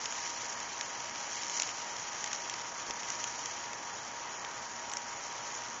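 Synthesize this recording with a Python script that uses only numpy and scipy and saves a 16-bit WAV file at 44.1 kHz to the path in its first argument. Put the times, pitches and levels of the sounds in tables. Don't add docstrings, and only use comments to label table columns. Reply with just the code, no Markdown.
import sys
import numpy as np
from scipy import signal
from scipy.fft import rfft, irfft
from scipy.io import wavfile

SR = 44100
rng = np.random.default_rng(int(sys.argv[2]) if len(sys.argv) > 2 else 0)


def output_pcm(signal):
    pcm = np.clip(np.atleast_2d(signal).T, -1, 1) * 32767
    wavfile.write(sys.argv[1], SR, np.round(pcm).astype(np.int16))


def how_loud(loudness_db):
    steps = np.asarray(loudness_db, float) / 20
    return 10 ** steps


N = 255780

# freq_hz, density_db
FAN_SPECTRUM = [(12, -55), (20, -29), (108, -15), (184, -15), (407, -11.5), (721, -6.5), (814, -6),
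                (883, -5.5), (939, -6), (1020, -4), (1500, -8), (1840, -10), (2600, -20), (3380, -46),
                (5720, -120)]
# shaft_multiple, rms_db
MOTOR_TONES = [(2, -72), (3, -81.5), (4, -68.5), (5, -71.5), (6, -71.5), (8, -72), (10, -71.5), (11, -65),
               (12, -70.5), (13, -71), (14, -57.5), (15, -63.5), (16, -51), (18, -67), (19, -63), (20, -65),
               (21, -60), (27, -74), (28, -70.5), (29, -64.5), (32, -65), (37, -64.5)]
# start_s, peak_db
GRATE_NUDGES = [
    (2.888, -34.5),
    (2.902, -27),
]
# start_s, peak_db, middle_re_peak_db, ring_hz
FAT_POPS = [(0.0563, -20, -15, 5800), (0.1236, -25, -16, 6740), (0.5262, -25, -15, 5740),
            (0.6015, -26, -20, 5680), (0.8101, -19, -12, 5840), (1.1573, -26, -17, 5800),
            (1.4326, -26, -14, 5580), (1.4965, -22, -15, 6570), (1.5733, -21, -17, 5880),
            (1.5978, -15, -17, 5740), (1.6197, -18, -14, 6680), (1.6322, -20, -10, 5810),
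            (1.6901, -23, -12, 5870), (1.9654, -26, -14, 5780), (2.2408, -20, -18, 6630),
            (2.2603, -24, -17, 6600), (2.3301, -20, -18, 6770), (2.4962, -23, -15, 6150),
            (2.5391, -25, -17, 5510), (2.9073, -22, -14, 5620), (3.0315, -25, -14, 5840),
            (3.1014, -21, -18, 6020), (3.24, -20, -14, 6590), (3.457, -23, -15, 5670),
            (3.7319, -26, -17, 5650), (4.4468, -27, -10, 5930), (4.8978, -27, -18, 6760),
            (4.9157, -28, -15, 5650), (4.9352, -21, -20, 6750), (4.9691, -20, -21, 5890)]
# time_s, fizz_db
FRY_VIGOUR = [(0.0, -44), (0.2, -43), (0.5, -45), (1.05, -45.5), (1.2, -43.5), (1.52, -42), (1.6, -39),
              (1.76, -45), (2.37, -43.5), (2.85, -47.5), (3.1, -43), (3.25, -45), (3.45, -44.5),
              (3.75, -47.5), (4.75, -48.5), (5.06, -47), (5.5, -45), (5.8, -47.5)]
# freq_hz, density_db
FIZZ_SPECTRUM = [(2500, -40), (4000, -15), (4900, -11.5), (5200, -10), (5550, -2), (5950, -1), (6300, -3.5),
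                 (6750, -2.5), (7000, -5), (7250, -11.5), (7500, -19), (7900, -37), (8400, -42),
                 (11000, -90)]
# freq_hz, density_db
CRACKLE_SPECTRUM = [(880, -28), (1500, -3), (1950, 3.5), (2760, -1.5), (3080, 2.5), (3700, -7.5),
                    (5000, -8), (6500, -26.5), (11000, -120)]
MIC_RING_HZ = (5750, 6650)
# freq_hz, step_db
LINE_STEPS = [(20, -70), (1200, -47), (2300, -34), (3200, -34), (4000, -35.5), (5100, -33.5), (5400, -34),
              (7100, -35), (8300, -27)]

MOTOR_HZ, MOTOR_WAVER_DB = 59.106, 1.5
FAN_DB, FAN_WAVER_DB = -46, 0.03
CRICKET_HZ, CRICKET_DB, CRICKET_START_S = 6755, -47, 0.045
CHIRP_S, SYLLABLE_S = 0.387, 0.042
POP_GAIN_DB, MIDDLE_GAIN_DB, KNOCK_DB = -0.3, 13, -16
SMALL_COUNT = 90
SMALL_OVER_DB, SMALL_SPREAD_DB, SMALL_MIDDLE_DB = 10, 1.23, -11.5
BURSTS_PER_S, PUFF_T60_S = 2600, 0.005
FIZZ_DB = 0.84
CRACKLE_DB, CRACKLE_FOLLOWS = -49.5, 0.78
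HOP, LINES_KEPT = 794, 300


def rms_one(x):
    return x / np.sqrt(np.mean(x ** 2) + 1e-20)


def decay(t_s, t60_s):
    return how_loud(-60 * t_s / t60_s)


def drift(rate_hz):
    pole = np.exp(-80 * np.pi * rate_hz / SR)
    noise = rng.standard_normal(N // 40 + 2002)
    slow = signal.lfilter([1], [1, -2 * pole, pole * pole], noise)[2000:]
    return np.interp(np.arange(N) / 40, np.arange(len(slow)), rms_one(slow))


def colour(x, spectrum):
    freq_hz, level_db = np.transpose(spectrum)
    log_bins = np.log(np.arange(2049) * SR / 4096 + 1)
    log_gain = np.interp(log_bins, np.log(freq_hz), level_db) * np.log(10) / 20
    cepstrum = irfft(log_gain)
    cepstrum[1:2048] *= 2
    cepstrum[2049:] = 0
    impulse = irfft(np.exp(rfft(cepstrum)))
    return rms_one(signal.fftconvolve(x, impulse)[:N])


def band(x, low_hz, high_hz):
    return signal.sosfilt(signal.butter(2, [low_hz, high_hz], "band", fs=SR, output="sos"), x)


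def vigour():
    time_s, fizz_db = np.transpose(FRY_VIGOUR)
    return np.interp(np.arange(N) / SR, time_s, fizz_db)


def compressor():
    shaft_phase = 2 * np.pi * MOTOR_HZ * np.arange(N) / SR
    tones = np.zeros(N)
    for multiple, rms_db in MOTOR_TONES:
        start_phase = rng.uniform(0, 2 * np.pi)
        level = how_loud(rms_db + MOTOR_WAVER_DB * drift(7.0))
        tones += level * np.sin(multiple * shaft_phase + start_phase)
    air = colour(rng.standard_normal(N), FAN_SPECTRUM)
    return np.sqrt(2) * tones + how_loud(FAN_DB + FAN_WAVER_DB * drift(0.93)) * air


def cricket():
    t = np.arange(N) / SR
    in_chirp = (t - CRICKET_START_S) % CHIRP_S / SYLLABLE_S
    syllables = np.sin(np.pi * in_chirp) ** 2 * (in_chirp < 3)
    phase = 2 * np.pi * np.cumsum(CRICKET_HZ + 15 * drift(30)) / SR
    return how_loud(CRICKET_DB + 1.5 * drift(4)) * syllables * np.sin(phase)


def nudges():
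    out, t = np.zeros(N), np.arange(1500) / SR
    upper_mode = np.sin(2 * np.pi * 950 * t) * decay(t, 0.0038)
    lower_mode = 0.36 * np.sin(2 * np.pi * 560 * t) * decay(t, 0.023)
    for start_s, peak_db in GRATE_NUDGES:
        at = round(start_s * SR)
        out[at:at + 1500] += how_loud(peak_db - 1.5) * (upper_mode + lower_mode)
    return out


def small_spits():
    when, size, middle, ring = rng.random((SMALL_COUNT, 4)).T
    start_s = when * (N - 1) / SR
    local_db = vigour()[(start_s * SR).astype(int)]
    peak_db = local_db + SMALL_OVER_DB - SMALL_SPREAD_DB * np.log(size + 0.14)
    middle_db = SMALL_MIDDLE_DB + 6 * (middle - 0.5)
    ring_hz = np.where(ring < 0.65, *MIC_RING_HZ)
    return list(zip(start_s, peak_db, middle_db, ring_hz))


def pops():
    out, t = np.zeros(N + 2000), np.arange(900) / SR
    for start_s, peak_db, middle_db, ring_hz in list(FAT_POPS) + small_spits():
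        tails = rng.standard_normal((3, 900)) * decay(t, 0.013)
        tails[:, 0] = 5
        bright, middle, low = tails
        parts = [(band(bright, ring_hz * 0.84, min(ring_hz * 1.14, 7400)), 0),
                 (band(bright, 3200, 7200), -6),
                 (band(middle, 1700, 3700), middle_db + MIDDLE_GAIN_DB),
                 (band(low, 600, 1500), KNOCK_DB)]
        pop = sum(how_loud(level_db) * part / np.abs(part).max() for part, level_db in parts)
        standing_out = np.sqrt(max(1 - how_loud(2 * (-37 - peak_db)), 0.15))
        at = round(start_s * SR) + 25
        out[at:at + 900] += how_loud(peak_db + POP_GAIN_DB) * standing_out * pop / np.abs(pop).max()
    return out[:N]


def frying():
    vigour_db = vigour()
    born = rng.random(N) < BURSTS_PER_S * how_loud(1.6 * drift(30)) / SR
    sizes = born * how_loud(4.6 * np.minimum(rng.exponential(1, N), 4.0))
    puffs = rms_one(signal.lfilter([1], [1, -decay(1 / SR, PUFF_T60_S)], sizes))
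    fizz_noise, crackle_noise = rng.standard_normal((2, N))
    fizz = colour(fizz_noise * (0.82 + puffs) * how_loud(0.7 * drift(12)), FIZZ_SPECTRUM)
    crackle = colour(crackle_noise * (1.2 + puffs) * how_loud(0.91 * drift(8.2)), CRACKLE_SPECTRUM)
    crackle_db = CRACKLE_DB + CRACKLE_FOLLOWS * (vigour_db - vigour_db.mean())
    return how_loud(vigour_db + FIZZ_DB) * fizz + how_loud(crackle_db) * crackle


def scene():
    mono = compressor() + cricket() + nudges() + pops() + frying()
    return np.array([mono, mono])


def round_lines(x):
    n, k = np.arange(2 * HOP), np.arange(LINES_KEPT)[:, None]
    window = np.sin(np.pi * (n + 0.5) / (2 * HOP))
    cosines = np.cos(np.pi / HOP * (n + 0.5 + HOP / 2) * (k + 0.5))
    basis = window * cosines * np.sqrt(2 / HOP)
    halves = np.pad(x, (HOP, 2 * HOP - N % HOP)).reshape(-1, HOP)
    frames = np.hstack([halves[:-1], halves[1:]])
    lines = frames @ basis.T
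    freq_hz, level_db = np.transpose(LINE_STEPS)
    step_db = np.interp(np.log((k.T + 0.5) * SR / 2 / HOP), np.log(freq_hz), level_db)
    treble = lines[:, 80:].std(axis=1, keepdims=True)
    middle = lines[:, 90:185].std(axis=1, keepdims=True)
    loudness = treble ** 0.4 * middle ** 0.6
    loudness /= np.median(loudness)
    step = how_loud(step_db - 1 + rng.standard_normal((len(frames), 1))) * loudness
    has_snap = np.abs(frames).max(axis=1) > 4.4 * frames.std(axis=1)
    step[has_snap, :275] *= how_loud(-35)
    rounded = np.sign(lines) * np.floor((np.abs(lines) / step) ** 0.75 + 0.41) ** (4 / 3) * step
    back = rounded @ basis
    return (back[:-1, HOP:] + back[1:, :HOP]).ravel()[:N]


def top_cut(x):
    return signal.sosfilt(signal.butter(12, 8230, fs=SR, output="sos"), x)


def record(dry):
    limited = signal.sosfilt(signal.cheby2(12, 40, 8150, fs=SR, output="sos"), dry[0])
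    mono = round_lines(limited) + how_loud(-100) * rng.standard_normal(N)
    return top_cut(np.array([mono, mono]))


dry = scene()
out = record(dry)
output_pcm(out)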